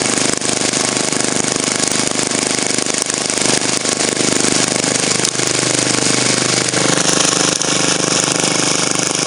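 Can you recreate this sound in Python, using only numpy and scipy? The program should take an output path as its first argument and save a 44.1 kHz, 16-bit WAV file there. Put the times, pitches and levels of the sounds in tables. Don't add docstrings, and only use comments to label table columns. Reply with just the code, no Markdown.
import sys
import numpy as np
from scipy import signal
from scipy.fft import rfft, irfft
from scipy.io import wavfile

SR = 44100
rng = np.random.default_rng(int(sys.argv[2]) if len(sys.argv) > 2 else 0)


def voltage_ratio(level):
    return 10 ** (np.asarray(level, float) / 20)


def wav_record(signal):
    frames = np.transpose(np.atleast_2d(signal))
    bounded = np.clip(frames, -1, 1)
    quanta = np.round(bounded * 32767).astype(np.int16)
    wavfile.write(sys.argv[1], SR, quanta)


N = 408366


def rms_one(x):
    return x / np.sqrt(np.mean(x ** 2) + 1e-20)


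def in_time(rows):
    s, *columns = np.transpose(rows)
    return [np.interp(np.arange(N) / SR, s, column) for column in columns]


def at_times(times, curve):
    return np.interp(times * SR, np.arange(N), curve)


def clicks(times, sizes):
    at = np.round(np.asarray(times) * SR).astype(int)
    inside = (at >= 0) & (at < N)
    return np.bincount(at[inside], np.asarray(sizes)[inside], N) + 1e-18


def ring(x, hz, t60_s):
    r = voltage_ratio(-60 / (t60_s * SR))
    w = 2 * np.pi * hz / SR
    return signal.lfilter([0, np.sin(w)], [1, -2 * r * np.cos(w), r * r], x)


def resonator(hz, width):
    r = np.exp(-np.pi * width / SR)
    w = 2 * np.pi * hz / SR
    return [(1 - r * r) / 2, 0, (r * r - 1) / 2], [1, -2 * r * np.cos(w), r * r]


def resonance(x, hz, width):
    return signal.lfilter(*resonator(hz, width), x)


def smooth(x, ms):
    r = np.exp(-1000 / (max(ms, .05) * SR))
    return signal.lfilter([1 - r], [1, -r], x)


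def swell(x, rise_ms, fall_ms):
    envelope = smooth(smooth(x, rise_ms), fall_ms)
    envelope = np.roll(envelope, -int(rise_ms * SR / 1000))
    return envelope * (rise_ms + fall_ms) * SR / 600


def drift(ms):
    return rms_one(smooth(smooth(rng.standard_normal(N), ms), ms))


def coloured(spectrum):
    hz, db = np.transpose(spectrum)
    axis = np.log(np.fft.rfftfreq(N, 1 / SR) + 1)
    gain = voltage_ratio(np.interp(axis, np.log(hz), db))
    return rms_one(irfft(rfft(rng.standard_normal(N)) * gain, N))


def split(x, hz):
    middle = signal.sosfilt(signal.butter(2, hz, fs=SR, output="sos"), x)
    treble = signal.sosfilt(signal.butter(2, hz, "high", fs=SR, output="sos"), x)
    return middle, treble


# (t/s, lag behind an even beat/ms)
GOVERNOR_LAG = [(0, 0), (.85, 1), (1.4, 1), (2.23, .3), (2.6, -.55), (3.34, -1.05), (3.7, -.55),
                (4.72, -.85), (5, .2), (6.38, -.6), (7.4, .75), (8.04, -.6), (8.35, .45), (9.26, 2.4)]
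# (t/s, gain lost/dB)
HARD_FIRINGS = [(.334, 8.5), (.373, 11), (.572, 6.5), (.69, 7), (1.402, 5.5), (2.073, 5.5), (2.113, 7),
                (2.271, 6.5), (2.547, 3.5), (2.823, 6.5), (2.902, 5.5), (3.021, 9.5), (3.139, 2.5),
                (3.258, 5), (3.574, 8), (3.772, 7.5), (3.811, 5), (3.93, 7.5), (4.088, 4), (4.128, 7.5),
                (4.641, 5.5), (4.799, 6), (4.919, 3), (5.354, 4), (6.46, 3.5), (7.014, 6.4), (7.528, 8.5),
                (7.962, 4.5), (8.912, 4.5), (9.111, 5.5)]


def firings():
    first_s, cycles_per_s = .05701, 25.3
    even = first_s + np.arange(-1, 236) / cycles_per_s
    times = even + np.interp(even, *np.transpose(GOVERNOR_LAG)) / 1000
    hard = np.zeros(len(times))
    nearest = [np.argmin(abs(times - s)) for s, db in HARD_FIRINGS]
    hard[nearest] = np.array(HARD_FIRINGS)[:, 1]
    return times, hard


def pulses(table, times, hard, behind, spread_db, jitter_ms, hard_share=0.043):
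    out = np.zeros(N)
    moved = at_times(times, behind)
    for ms, hz, t60_ms, side, rear in table:
        chance = rng.standard_normal((len(times), 2))
        at = times + (ms + jitter_ms * chance[:, 1]) / 1000
        db = spread_db * chance[:, 0] + hard_share * hard * (abs(ms) < 2)
        push = side + (rear - side) * moved
        out += ring(clicks(at, push * voltage_ratio(db)), hz, t60_ms / 1000)
    return rms_one(smooth(out, .08))


# (t from firing/ms, f/Hz, t60/ms, push from the side, push from behind)
VALVE_RAPS = [(-18.5, 1190, 2.5, 7.5, -1), (-12, 1410, 14, .3, 4), (-10, 1560, 39, 0.45, -3.3),
              (-4, 2380, 3.8, 0.89, 7), (0.3, 1360, 2.7, 1.4, 1.5), (2.66, 1650, 9.6, 5.2, 5.5),
              (0.54, 2580, 6.2, 3, 4.5), (5.5, 2230, 33, 0.98, 4.5)]


def raps(times, hard, behind):
    return pulses(VALVE_RAPS, times, hard, behind, spread_db=2.4, jitter_ms=0.08)


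BURST_TIMES = [-20.5, -13.5, -9.5, -4, .4, 9.2, 15]
# (rise/ms, fall/ms, middle level/dB, treble level/dB, level change between cycles/dB)
BURST_SHAPES = [
    (0.75, 3, -10, -8, 1),
    (0.96, 2.7, -2, -3.5, 1),
    (1.03, 2.5, -6.5, 1, 1.5),
    (0.9, 2.5, -4, -9, 1),
    (0.6, 1.25, 8.5, 12, .7),
    (1.6, 1.2, -4, .5, 3),
    (0.95, 1, -12, -14, 3),
]
# (f/Hz, level per Hz/dB)
NOISE_COLOUR = [(350, -14), (600, -9), (679, -5.5), (958, -9.5), (1100, -4.5), (1200, -8), (1630, -6),
                (1750, -6.5), (2160, -4.5), (3200, -4.5), (7040, -3), (9940, -9.5), (11400, -8.5),
                (14800, -49), (22000, -120)]
# (f/Hz, width/Hz, level/dB)
PANELS = [(1106, 11, 8), (1660, 9, 6.5), (2220, 40, 5), (4910, 840, 3.5), (8060, 270, -2), (6930, 1300, -3)]


def clatter(times, hard, bite_db, jitter_ms=.3, hard_share=.22, grain_db=1.6):
    middle_gate, treble_gate = np.zeros(N), np.zeros(N)
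    for ms, (rise, fall, middle_db, treble_db, spread_db) in zip(BURST_TIMES, BURST_SHAPES):
        chance = rng.standard_normal((len(times), 3))
        firing_db = (hard_share * hard + bite_db) * (abs(ms) < 2)
        db = spread_db * chance[:, 0] + firing_db
        at = times + (ms + jitter_ms * rise * chance[:, 1]) / 1000
        middle_gate += swell(clicks(at, voltage_ratio(db + middle_db)), rise, fall)
        treble_gate += swell(clicks(at, voltage_ratio(db + treble_db + .8 * chance[:, 2])), rise, fall)
    middle, treble = split(coloured(NOISE_COLOUR) * voltage_ratio(grain_db * drift(0.21)), 5205)
    noise = middle * middle_gate + treble * treble_gate
    panels = sum(voltage_ratio(db) * resonance(noise, hz, width) for hz, width, db in PANELS)
    return rms_one(noise + panels)


# (t from firing/ms, f/Hz, t60/ms, push from the side, push from behind)
GAS_PULSES = [(-14.6, 330, 8, -.5, -.3), (-13.4, 520, 9, 1.9, 1.9), (-12.4, 600, 5, -1.7, -2.2),
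              (-10.45, 560, 13, 2.1, -1.2), (-8.3, 520, 12, .5, .6), (-2.5, 480, 9, 1.7, 1.2),
              (-.45, 520, 8, 3.7, 3.4), (0, 430, 8, 0, 2.2), (.7, 270, 23, -3.4, -1.9),
              (.5, 175, 40, 0, -.9), (11, 520, 14, .6, .3), (19.5, 420, 12, .5, .5)]


def exhaust(times, hard, behind):
    return pulses(GAS_PULSES, times, hard, behind, spread_db=1.3, jitter_ms=.06)


# (f/Hz, level per Hz/dB)
RUMBLE_COLOUR = [(15, -59), (25, -29), (60, -30), (119, 1), (292, 3.5), (557, -28.5), (628, 2), (900, -4),
                 (1170, -36), (1980, -120)]


def rumble():
    return coloured(RUMBLE_COLOUR)


def snow(patchy_db=2.18, grain_db=1.5):
    hiss = coloured(NOISE_COLOUR) * voltage_ratio(patchy_db * drift(4.4) + grain_db * drift(0.81))
    panels = sum(voltage_ratio(db - 9.5) * resonance(hiss, hz, width) for hz, width, db in PANELS)
    return rms_one(hiss + panels)


def boom(times):
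    hz, t60_s = 118.6, 0.15
    once = ring(clicks(times, np.ones(len(times))), hz, t60_s)
    return rms_one(ring(once, hz, t60_s))


def impeller():
    start_s, blades_per_s = .033, 50.31
    times = start_s + np.arange(470) / blades_per_s
    strength = voltage_ratio(3.6 * rng.standard_normal(len(times)))
    return rms_one(ring(clicks(times, strength), 760, 0.0019))


def echo(x, delay_ms):
    return np.interp(np.arange(N) - delay_ms * SR / 1000, np.arange(N), smooth(x, 0.022))


# (t/s, peak level/dB, gain lost/dB)
LUMPS = [(1.834, 2, -3), (1.838, 1, 1), (5.2502, 11, 4), (5.287, 7.5, 14), (6.548, -3, 1.5),
         (6.6435, 4.5, 7), (6.688, 7, 11), (7.0064, 6, 4), (7.26, -1, 1), (7.289, 8.5, 7.5), (7.341, 4, 1),
         (7.3605, 2, -2), (7.5575, 16, 14), (7.6158, 13, 8)]


def knocks():
    s, db, lost = np.transpose(LUMPS)
    envelope = swell(clicks(s + 0.00022, voltage_ratio(db - 11.5)), 0.99, 2.3)
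    return envelope * split(coloured(NOISE_COLOUR), 4600)[1]


# (f/Hz, width/Hz, depth 0-1)
CANCELLED = [(2010, 600, .8), (4400, 1400, .68)]
# (t/s, frequency ratio)
CANCELLED_SLIDE = [(6.8, 1.21), (7.15, 1.057), (7.7, 1.03), (8.3, 1), (8.8, 0.98), (9.26, .97)]
# (f/Hz, width/Hz, gain)
REINFORCED = [(1540, 190, -0.54), (5360, 1070, 0.41), (7900, 3500, -0.53)]


def wall(x, turned, size=256):
    for hz, width, depth in CANCELLED:
        band, state = np.zeros(N), np.zeros(2)
        for i in range(np.argmax(turned > 0), N, size):
            ratio = np.interp(i / SR, *np.transpose(CANCELLED_SLIDE))
            b, a = resonator(hz * ratio, width)
            band[i:i + size], state = signal.lfilter(b, a, x[i:i + size], zi=state)
        x = x - depth * turned * band
    return x + turned * sum(gain * resonance(x, hz, width) for hz, width, gain in REINFORCED)


# (t/s, engine level at the listener/dB, snow level in the chute/dB, firing crack level/dB)
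WORKLOAD = [(0, -19.5, -21, 0), (.5, -20.5, -18.5, 0), (1.25, -21.5, -22.5, 0.5), (1.7, -21.5, -21, 1.5),
            (2.4, -21, -21, 0), (2.95, -23.5, -21.5, 4.5), (3.33, -24, -21.5, 3.5),
            (3.47, -17.5, -17, -2.5), (3.75, -22, -20, 0), (4.4, -18, -18, -2.5), (5.2, -20.5, -19, -1),
            (6.1, -20, -17.5, -2), (6.8, -20, -16.5, -5), (7.2, -21, -11, 0.5), (7.75, -23.5, -14, -3),
            (8.3, -23, -15.5, 1.5), (9.26, -25, -15, 0.5)]
# (t/s, wall echo delay/ms, wall echo gain, moved round the exhaust 0-1, turned 0-1)
LISTENER = [
    (0, 45, .05, 0, 0),
    (3.6, 39.6, .1, .05, 0),
    (4.2, 38.2, .22, .15, 0),
    (5.0, 36.6, .3, .4, 0),
    (5.75, 34.9, .32, .65, 0),
    (6.3, 33.2, .32, .7, 0),
    (6.68, 31.8, .32, .85, .05),
    (6.92, 31, .32, 1, 1),
    (9.26, 30.7, .32, 1, 1),
]


def scene():
    engine_db, snow_db, bite_db = in_time(WORKLOAD)
    wall_ms, wall_gain, behind, turned = in_time(LISTENER)
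    times, hard = firings()

    gas = exhaust(times, hard, behind)
    bank_echo = 0.33 * behind * echo(gas, 6.2)
    gas = gas - wall_gain * echo(gas, wall_ms) + bank_echo
    low = gas + voltage_ratio(-39) * impeller() + voltage_ratio(-9) * rumble()
    low = voltage_ratio(engine_db + 2.5 * turned) * low

    metal = clatter(times, hard, at_times(times, bite_db)) + voltage_ratio(-10.3) * raps(times, hard, behind)
    metal = voltage_ratio(engine_db + 2.5 + 5.5 * turned) * metal
    high = metal + voltage_ratio(snow_db) * snow() + knocks()

    hollow = voltage_ratio(engine_db - 21.5 + 20 * behind - 8 * turned) * boom(times)
    return (low + hollow + wall(high, np.clip(turned, 0, 1)))[None]


def ducking(x, recover_db_per_s=160, extra_db=2.2, attack_ms=.6, late_ms=2):
    overload_db, lost_per_db, most_lost_db = 1.0, 5, 5.5
    times, hard = firings()
    s, db, lost = np.transpose(LUMPS)
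    excess_db = 20 * np.log10(abs(x) + 1e-9) - overload_db
    peaks = np.clip(lost_per_db * excess_db, 0, most_lost_db)
    over = clicks(times + 0.0029, (hard + extra_db) * (hard > 0)) + clicks(s + 0.0023, lost)
    over = np.maximum(over, np.roll(peaks, int(late_ms * SR / 1000)))
    climb = recover_db_per_s * np.arange(N) / SR
    lost_db = np.maximum.accumulate(over + climb) - climb
    return voltage_ratio(-smooth(lost_db, attack_ms))


def top_cut(x):
    return signal.sosfilt(signal.butter(12, 11530, fs=SR, output="sos"), x)


def record(dry):
    x = signal.sosfilt(signal.butter(2, 128, "high", fs=SR, output="sos"), dry)
    x = x - .9 * resonance(x, 7670, 520)
    x = signal.sosfilt(signal.cheby2(10, 62, 12150, fs=SR, output="sos"), x)
    x = x * ducking(x[0])
    ceiling, knee = 0.96, 5
    mix = x / (1 + abs(x / ceiling) ** knee) ** (1 / knee)
    return top_cut(mix)


dry = scene()
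out = record(dry)
wav_record(out)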